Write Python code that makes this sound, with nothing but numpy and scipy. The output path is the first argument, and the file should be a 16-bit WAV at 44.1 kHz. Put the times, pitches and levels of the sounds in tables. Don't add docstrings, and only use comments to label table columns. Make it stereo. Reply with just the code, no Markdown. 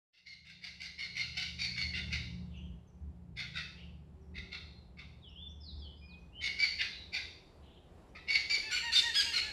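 import sys
import numpy as np
from scipy import signal
from scipy.fft import rfft, irfft, next_fast_len
from scipy.io import wavfile
from scipy.ndimage import map_coordinates

SR = 44100
rng = np.random.default_rng(int(sys.argv[2]) if len(sys.argv) > 2 else 0)


def store_wav(level_fs):
    pcm = np.round(np.clip(np.atleast_2d(level_fs), -1, 1) * 32767)
    wavfile.write(sys.argv[1], SR, pcm.T.astype(np.int16))


N = 419832
TOP_HZ = 15000


def amp(db):
    return 10 ** (np.asarray(db) / 20)


def unit(x):
    return x / np.sqrt(np.mean(x ** 2) + 1e-20)


def along(points, hz):
    f, v = np.transpose(points)
    return np.interp(np.log(hz + 1), np.log(f + 1), v)


def curves(rows):
    times_s, *columns = np.transpose(rows)
    return [np.interp(np.arange(N) / SR, times_s, column) for column in columns]


def wobble(rate_hz, size=N):
    knots = rng.standard_normal(int(size * rate_hz / SR) + 4)
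    return map_coordinates(knots, [np.arange(size) * rate_hz / SR])


def filtered(x, response):
    n = x.shape[-1]
    m = next_fast_len(n + 2048)
    return irfft(rfft(x, m) * response(np.fft.rfftfreq(m, 1 / SR)), m)[..., :n]


def peak(hz, centre_hz, width_hz):
    return 1 / (1 + (2 * (hz - centre_hz) / width_hz) ** 2)


def add(track, start_s, x):
    part = track[:, round(start_s * SR):][:, :x.shape[-1]]
    part += x[:, :part.shape[1]]


def swell(length_s, rise_s, fall_s):
    t = np.arange(int((length_s + fall_s / 2) * SR)) / SR
    return t / length_s, np.clip(t / rise_s, 0, 1) * np.clip((t[-1] - t) / fall_s, 0, 1)


def arch(hz, u, bend, crest):
    return hz * (1 - bend * (2 * (u - crest)) ** 2)


def phase(pitch_hz):
    return 2 * np.pi * np.cumsum(pitch_hz) / SR


# frequency in Hz, T60 in seconds.
FOREST_T60 = [(500, 0.39), (2200, 0.52), (4500, 0.65), (8000, 0.63), (14000, 0.64)]


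def outdoors(x, lag_ms, pan_db, wet_db):
    hz, t, noise = signal.stft(rng.standard_normal((2, SR * 3 // 4)), SR, nperseg=256)
    trees = amp(-60 * t / along(FOREST_T60, hz)[:, None])
    branches = amp(7 - 60 * t / .017)
    tail = signal.istft(noise * (trees + branches), SR, nperseg=256)[1]
    echo = signal.fftconvolve(x[None], tail / np.linalg.norm(tail[0]), axes=1)
    side = np.array([[1], [-1]]) / 2
    padded = np.pad(x, (0, echo.shape[1] - len(x)))
    direct = filtered(padded, lambda f: np.exp(2j * np.pi * f * side * lag_ms / 1000))
    return amp(side * pan_db) * (direct + amp(wet_db) * echo) / np.hypot(1, amp(wet_db))


def rasp(beat_hz, throat, scatter, hiss, shudder_db):
    n, sag = len(beat_hz), .0072
    beats = np.flatnonzero(np.diff(np.floor(np.cumsum(beat_hz) / SR)))
    late, size = rng.standard_normal((2, len(beats)))
    onsets = np.clip(beats + late * scatter * SR / beat_hz[beats], 0, n - 1).astype(int)
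    flow = unit(np.bincount(onsets, amp(2.5 * size), n)) + hiss * rng.standard_normal(n)
    flow *= amp(shudder_db * wobble(261.3, n))
    opened = filtered(flow, lambda f: throat(f * (1 - sag / 2)))
    closed = filtered(flow, lambda f: throat(f * (1 + sag / 2)))
    return unit(opened + np.linspace(0, 1, n) * (closed - opened))


def harsh(clear, rough, share, bright_db):
    share = np.clip(share, 0, .97)
    mix = np.sqrt(share) * clear + np.sqrt(1 - share) * rough
    return unit(filtered(mix, lambda f: amp(bright_db * along([(2500, 0), (4500, 1)], f))))


def bill_opening(voice, u, shut_hz=2800, opening_share=.3):
    muffled = filtered(voice, lambda f: 1 / np.hypot(1, (f / shut_hz) ** 2))
    return muffled + np.clip(u / opening_share, 0, 1) * (voice - muffled)


# harmonic number, level in dB.
RING_OVERTONES = [(3, -22), (4, -33.5), (5, -44), (6, -47)]


def ringing(hz, u, octave_db):
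    pitch_hz = arch(hz, u, bend=.072, crest=.52) * (1 + .007 * wobble(400, len(u)))
    harmonics = [(1, 0), (2, octave_db + 7.5 * (u - .5))] + RING_OVERTONES
    return unit(sum(amp(db + 2.5 * wobble(200, len(u))) * np.sin(k * phase(pitch_hz))
                    for k, db in harmonics))


# centre in Hz, width in Hz, gain in dB.
THROAT_RESONANCES = [(842, 1400, -25.5), (2124, 304, 9.5), (4450, 940, 0.5), (4630, 1170, -7),
                     (5650, 570, -11), (6900, 1700, -46.5), (9740, 1600, -33.5), (14200, 1800, -47.5)]
# start in seconds, length in seconds, rise as a share of length, pitch in Hz,
# relative level in dB, clearness 0-1, octave in dB, brightness in dB, throat resonance in Hz,
# its gain in dB, mouth resonance in Hz, its gain in dB, bill resonance gain in dB.
HARSH_CALLS = [(0.119, 0.083, .3, 2090, -62.5, 0.1, -3, 3.5, 1540, -12, 2730, 10.5, 4),
               (.252, 0.089, 0.16, 2167, -50.5, 0.55, -4, 1.5, 1600, -20, 2880, 5, 2),
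               (0.438, 0.087, 0.33, 2095, -49.5, .15, -10, -0.5, 1590, -8, 2720, 9, 7),
               (0.606, 0.082, 0.43, 2086, -43.5, 0.2, -3, -0.5, 1610, -6, 2710, 5.5, 4.5),
               (0.792, 0.082, 0.16, 2125, -42, 0.34, -4.5, 0.5, 1620, -6, 2800, 4, 3),
               (0.974, 0.086, 0.22, 2190, -37.5, 0.56, 2, -3, 1560, -16, 2840, 3, 1.5),
               (1.136, 0.095, 0.36, 2144, -35.5, 0.29, 4, 1, 1380, -7, 2730, 10, 4.5),
               (1.338, .105, 0.29, 2159, -35, 0.01, -0.5, 0.5, 1420, -10, 2800, 9.5, 3.5),
               (1.578, 0.086, 0.18, 2270, -33, 0.53, -3, 1, 1550, -19, 2460, 6.5, 1),
               (1.758, 0.074, 0.26, 2227, -31.5, 0.69, -0.5, -1, 1600, -14, 2870, 2, 0.5),
               (1.928, 0.069, 0.39, 2137, -34, 0.17, -12, -3, 1560, -7, 2770, 10.5, 10),
               (2.098, 0.07, 0.51, 2068, -34, 0.12, -7, -3.5, 1540, -9, 2710, 9, 6.5),
               (3.354, 0.063, 0.47, 2198, -35.5, 0.12, -1.5, -4, 1585, -2, 2550, 6.5, 9),
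               (3.53, 0.066, 0.5, 1910, -36.5, 0.2, -5, -.5, 1500, 11.5, 2610, 11, 8),
               (4.336, 0.066, 0.4, 2058, -44, 0.38, -6, -7.5, 1360, -7, 2600, 4, 8),
               (4.504, 0.062, 0.42, 2143, -42, 0.22, 11, -6.5, 1340, 1, 2670, 2, 11.5),
               (4.967, 0.054, 0.42, 2185, -47, 0.01, -8, -6, 1210, 6.5, 2640, 7.5, 9.5),
               (6.402, 0.081, 0.49, 2203, -30, 0.42, -13.5, -3, 1590, -23, 2830, 5, 0.5),
               (6.576, 0.085, 0.28, 2303, -28, 0.69, 3, -1.5, 1540, -13, 2890, 2.5, 1),
               (6.774, 0.06, 0.49, 2134, -31.5, 0.15, 1, -3, 1660, 4, 2790, 10.5, 6.5),
               (7.116, 0.062, 0.42, 2404, -32.5, 0.07, -6, -4, 1520, -7, 2580, 3, 5.5),
               (8.146, 0.035, 0.43, 1974, -43.5, 0.28, -8, -8, 1230, -3, 2530, 8.5, 8),
               (8.269, 0.11, 0.25, 2264, -29, 0.65, -2.5, -2, 1420, -18, 2820, 4, 4.5),
               (8.484, 0.077, 0.4, 2333, -27.5, 0.67, -8, 3.5, 1360, -1, 2900, 4.5, -1)]


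def chatter():
    out = np.zeros((2, N))
    for (start_s, length_s, rise, hz, db, clearness, octave_db, bright_db,
         throat_hz, throat_db, mouth_hz, mouth_db, bill_db) in HARSH_CALLS:
        u, envelope = swell(length_s, rise_s=rise * length_s, fall_s=.03)
        clear = ringing(hz, u, octave_db)
        stretch = 1 + .0119 * rng.standard_normal()
        resonances = THROAT_RESONANCES + [
            (throat_hz, 170, throat_db), (mouth_hz, 260, mouth_db), (3640, 350, bill_db)]
        throat = lambda f: sum(amp(gain_db) * peak(f, centre_hz * stretch, width_hz)
                               for centre_hz, width_hz, gain_db in resonances)
        beat_hz = hz / 3 * (1 + .05 * wobble(150, len(u)))
        rough = rasp(beat_hz, throat, scatter=.06, hiss=.47, shudder_db=3.5)
        ends = (2 * u - 1) ** 2
        hoarse = ends * np.where(u < .5, .87, .31)
        voice = harsh(clear, rough, 1.2 * clearness * (1 - hoarse), bright_db)
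        air_bursts = amp(1.6 * wobble(124, len(u)))
        voice = bill_opening(unit(voice * air_bursts), u)
        call = amp(db + 2.15 + ends) * envelope ** 1.3 * voice
        add(out, start_s, outdoors(call, lag_ms=-.403, pan_db=2, wet_db=6.5))
    return out


# frequency in Hz, left-right correlation.
WIND_CORRELATION = [(100, 0.98), (250, 0.87), (500, 0.7), (1000, 0.0067), (8000, 0.041)]


def rush(spectrum):
    def response(hz):
        angle = np.arccos(np.clip(along(WIND_CORRELATION, hz), -1, 1)) / 2
        return amp(along(spectrum, hz)) * [np.cos(angle), np.sin(angle)]
    mid, side = filtered(rng.standard_normal((2, N)), response)
    return unit(np.array([mid + side, mid - side]))


# frequency in Hz, relative level in dB.
LOW_TONES = [(59, -4), (75, 6), (88, -6)]
UPPER_TONES = [(119, 0.5), (149, -0.5), (177, 3), (385, -27)]
# frequency in Hz, relative density in dB.
RUMBLE_SPECTRUM = [(12, -31), (20, -20.5), (27, -31.5), (59, 2.5), (70, 0.5), (85, 4.5), (103, -15.5),
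                   (177, -6), (248, -14), (400, -24), (520, -65.5), (880, -120)]
# time in seconds, low group in dB, upper group in dB.
DRONE_LEVELS = [(.13, -97, -98), (.3, -76, -63), (1, -61, -64), (1.8, -48, -48), (2.4, -44.5, -45),
                (2.9, -58.5, -59.5), (3.35, -54, -53), (4.65, -54, -58), (5.8, -53.5, -61.5),
                (6.5, -55.5, -53.5), (6.7, -60.5, -65.5), (8.7, -63, -62), (9.5, -60, -68)]
# peak time in seconds, rise in dB.
LOW_SWELLS = [(2.73, 10.5), (3.079, 12), (4.1, 5.5), (4.38, 11), (5.76, 9.5)]
# time in seconds, tonal share of power 0-1.
TONAL_SHARE = [(0, 0.87), (2.5, 0.85), (6.3, 0.64), (6.9, 0.15), (9.5, 0.14)]


def drone():
    t = np.arange(N) / SR
    swell_sigma_s, fading_db, fading_hz, sag_per_s = .049, 1.74, 5.4, .007
    low_db, upper_db = curves(DRONE_LEVELS)
    swell_db = sum(db * np.exp(-((t - s) / swell_sigma_s) ** 2 / 2) for s, db in LOW_SWELLS)
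    low_gain = amp(low_db + swell_db + fading_db * wobble(fading_hz))
    upper_gain = amp(upper_db + fading_db * wobble(fading_hz))
    speed = 1 - sag_per_s * (t - 3)

    def wavering(group):
        return unit(sum(amp(db + 3.9 * wobble(7)) * np.sin(phase(hz * (speed + .0174 * wobble(12))))
                        for hz, db in group))
    tones = low_gain * wavering(LOW_TONES) + upper_gain * wavering(UPPER_TONES)
    rumble = np.hypot(low_gain, upper_gain) * rush(RUMBLE_SPECTRUM)
    tonal, = curves(TONAL_SHARE)
    return (np.sqrt(tonal) * tones + np.sqrt(1 - tonal) * rumble) * amp([[.5], [-1.3]])


# time in seconds, relative level in dB.
BREEZE_LEVELS = [(0.3, -91), (0.74, -76.5), (2.04, -64.5), (2.95, -69), (3.35, -69.5), (4.61, -67),
                 (5.43, -68), (9.52, -59)]
# frequency in Hz, relative density in dB.
BREEZE_SPECTRUM = [(22, -3), (35, 10), (100, 4.5), (250, -2), (380, 3.5), (520, -1), (900, -2.5),
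                   (1500, -13), (2500, -16.5), (5000, -24.5), (6400, -29), (7400, -24.5), (8400, -31),
                   (11000, -30), (15000, -46.5)]


def breeze():
    level_db, = curves(BREEZE_LEVELS)
    flutter_db = wobble(6)
    return amp(level_db + 2.5 + flutter_db) * rush(BREEZE_SPECTRUM)


def whistle(length_s, first_hz, middle_hz, last_hz, db, burr, wet_db):
    u, envelope = swell(length_s, rise_s=.02, fall_s=.03)
    glide_hz = np.polyval(np.polyfit([0, .5, 1], [first_hz, middle_hz, last_hz], 2), u)
    pitch_hz = glide_hz * (1 + burr * wobble(700, len(u)))
    note = unit(np.sin(phase(pitch_hz)) * amp(2 * wobble(90, len(u))))
    return outdoors(amp(db) * envelope * note, lag_ms=0, pan_db=2.5, wet_db=wet_db)


# start in seconds, length in seconds, first, middle and last pitch in Hz,
# level in dB, relative burr.
FAR_SONG = [(2.495, 0.078, 3520, 3190, 3190, -64, 0.074), (2.535, 0.073, 2760, 2896, 3035, -53.5, 0.064),
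            (2.61, 0.077, 3150, 3180, 3170, -67, 0.063), (3.757, 0.095, 3200, 2864, 3200, -56.5, 0.11),
            (6.917, .14, 3915, 3875, 3840, -52, 0.048), (7.617, 0.18, 3045, 3220, 3320, -64, 0.13)]


def far_bird():
    out = np.zeros((2, N))
    for start_s, *note in FAR_SONG:
        add(out, start_s, whistle(*note, wet_db=8))
    return out


# start in seconds, middle pitch in Hz, glide in Hz, level in dB.
HIGH_CHIRPS = [(2.554, 6220, -700, -68.5), (2.866, 6130, -850, -70), (4.206, 5740, -600, -74),
               (5.277, 5260, 694, -67), (5.48, 5610, 697, -63), (6.182, 5930, -550, -72),
               (8.074, 5630, 606, -75)]


def chirps(length_s=.03):
    out = np.zeros((2, N))
    for start_s, hz, glide_hz, db in HIGH_CHIRPS:
        chirp = whistle(length_s, hz - glide_hz / 2, hz, hz + glide_hz / 2, db, burr=.016, wet_db=7.5)
        add(out, start_s, chirp)
    return out


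# start in seconds, length in seconds, pitch in Hz, level in dB.
FAINT_HUMS = [(4.121, 0.49, 380.6, -67), (5.737, 0.19, 377, -70), (6.413, 0.21, 383, -68.5)]


def hums():
    out = np.zeros((2, N))
    for start_s, length_s, hz, db in FAINT_HUMS:
        u, envelope = swell(length_s, rise_s=.06, fall_s=.1)
        tone = unit(np.sin(phase(hz + 3 * wobble(25, len(u)))))
        add(out, start_s, (amp(db) * envelope * tone)[None])
    return out


# start in seconds, length in seconds, first, middle and last pitch in Hz,
# level in dB, relative burr, echo over direct sound in dB.
SONG_NOTES = [(4.74, 0.093, 4000, 4180, 3970, -66.5, 0.012, -2),
              (5.215, .13, 3950, 2960, 2843, -54.5, .018, 15),
              (5.34, 0.15, 2800, 3463, 3407, -50, 0.0055, 7.5),
              (5.6, 0.12, 5370, 4480, 3550, -51, 0.018, 16),
              (5.78, 0.096, 5680, 4700, 4250, -62, 0.0067, -6.5),
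              (5.788, 0.092, 3710, 3270, 3015, -50.5, 0.0076, 11),
              (5.958, .125, 4840, 4990, 5000, -68.5, 0.0087, -2),
              (6.01, 0.18, 2410, 2463, 2500, -58.5, 0.0045, 3.5),
              (6.078, 0.074, 5020, 4070, 3140, -63.5, .008, 1),
              (6.32, 0.097, 2690, 3040, 3070, -48.5, 0.01, 23.5)]


def songbird():
    out = np.zeros((2, N))
    for start_s, *note in SONG_NOTES:
        add(out, start_s, whistle(*note))
    return out


def knock(start_s=8.578, hz=480, db=-43, t60_s=.04):
    t = np.arange(SR // 10) / SR
    burst = rng.standard_normal(len(t)) * amp(-60 * t / t60_s)
    thud = filtered(burst, lambda f: peak(f, hz, hz))
    out = np.zeros((2, N))
    add(out, start_s, outdoors(amp(db) * thud / np.abs(thud).max(), lag_ms=0, pan_db=0, wet_db=-9))
    return out


def voiced(pitch_hz, throat):
    k = np.arange(1, int(TOP_HZ / pitch_hz.max()) + 1)[:, None]
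    harmonics = np.sin(k * phase(pitch_hz) + rng.uniform(0, 2 * np.pi, k.shape))
    return unit(np.sum(throat(k * pitch_hz) * harmonics, 0))


# frequency in Hz, gain in dB.
HOOT_SPECTRUM = [(900, -9), (1800, 7), (2750, 5.5), (3700, -4), (4600, -11), (5500, -22), (9000, -37.5)]
# start in seconds, pitch in Hz, level in dB.
HOOT_NOTES = [(8.618, 881, -39.5), (8.816, 944, -31.5), (9.016, 943, -32.5), (9.231, 935, -35.5),
              (9.412, 867, -40.5)]


def hoots():
    out = np.zeros((2, N))
    for start_s, hz, db in HOOT_NOTES:
        u, envelope = swell(length_s=.09, rise_s=.035, fall_s=.04)
        pitch_hz = arch(hz, u, bend=.055, crest=.5) * (1 + .003 * wobble(300, len(u)))
        note = voiced(pitch_hz, lambda f: amp(along(HOOT_SPECTRUM, f)))
        add(out, start_s, outdoors(amp(db) * envelope * note, lag_ms=.19, pan_db=-2.5, wet_db=0))
    return out


# frequency in Hz, gain in dB.
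SQUEAL_ROUGH = [(400, -41), (1100, -21), (1450, -7.5), (1750, -14.5), (2150, 3.5), (2450, 0.5), (2850, 3),
                (3300, -6), (4400, 1), (5000, -8), (5700, -12), (7500, -17.5), (10000, -26), (15000, -43)]
SQUEAL_CLEAR = [(700, -28), (1450, -6.5), (2200, 1), (2900, 2), (4400, 1), (5000, -1), (5800, -5.5),
                (6700, -7), (7400, -3.5), (8400, -16), (9000, -25), (10100, -26), (11700, -26.5),
                (15000, -33.5)]
# start in seconds, length in seconds, pitch in Hz, level in dB, clear share 0-1,
# brightness in dB, bill resonance in Hz, its gain in dB, relative pitch bend,
# pitch crest and voice break as shares of length.
SQUEAL_CALLS = [(8.694, 0.094, 1481, -26, 0.81, -5, 4440, 6.5, 0.088, 0.59, .72),
                (8.913, 0.055, 1565, -27, .5, 1, 4600, 7.5, .07, 0.86, 0.94),
                (8.94, 0.064, 724.5, -23, 0.64, 4.5, 3670, 15.5, 0.0098, 0.33, .95),
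                (9.132, .097, 1684, -24, 0.94, 1, 4930, 3, .16, .44, 0.78),
                (9.319, .08, 1449, -24.5, 0.87, -4, 4260, 13.5, .2, .4, 0.78)]


def squeals(voice_in=.24, voice_edge=.15, broken_db=-3):
    out = np.zeros((2, N))
    beam = lambda f: amp(np.array([[1], [-1]]) * along([(4000, .89), (8000, 4)], f))
    throat = lambda f: amp(along(SQUEAL_ROUGH, f))
    for (start_s, length_s, hz, db, share, bright_db,
         bill_hz, bill_db, bend, crest, breaks) in SQUEAL_CALLS:
        u, envelope = swell(length_s, rise_s=.3 * length_s, fall_s=.018)
        voicing = np.clip(np.minimum(u - voice_in, breaks - u) / voice_edge + .5, 0, 1)
        pitch_hz = arch(hz, u, bend, crest) * (1 + .005 * wobble(350, len(u)))
        colour = lambda f: amp(along(SQUEAL_CLEAR, f) + bill_db * peak(f, bill_hz, hz / 2))
        clear = unit(voiced(pitch_hz, colour) * amp(1.2 * wobble(250, len(u))))
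        beat_hz = 721.7 * (1 + .04 * wobble(200, len(u)))
        rough = rasp(beat_hz, throat, scatter=.1, hiss=.5, shudder_db=3)
        voice = harsh(clear, rough, share * voicing, bright_db)
        call = amp(db + broken_db * (1 - voicing)) * envelope * voice
        add(out, start_s, filtered(outdoors(call, lag_ms=.21, pan_db=-3.5, wet_db=2.5), beam))
    return out


def scene():
    return (chatter() + drone() + breeze() + far_bird() + chirps() + hums() + songbird()
            + knock() + hoots() + squeals())


def record(dry, start_s=.125, fade_s=.011):
    fade = np.clip((np.arange(N) / SR - start_s) / fade_s, 0, 1)
    return filtered(dry * fade, lambda hz: hz < TOP_HZ)


dry = scene()
out = record(dry)
store_wav(out)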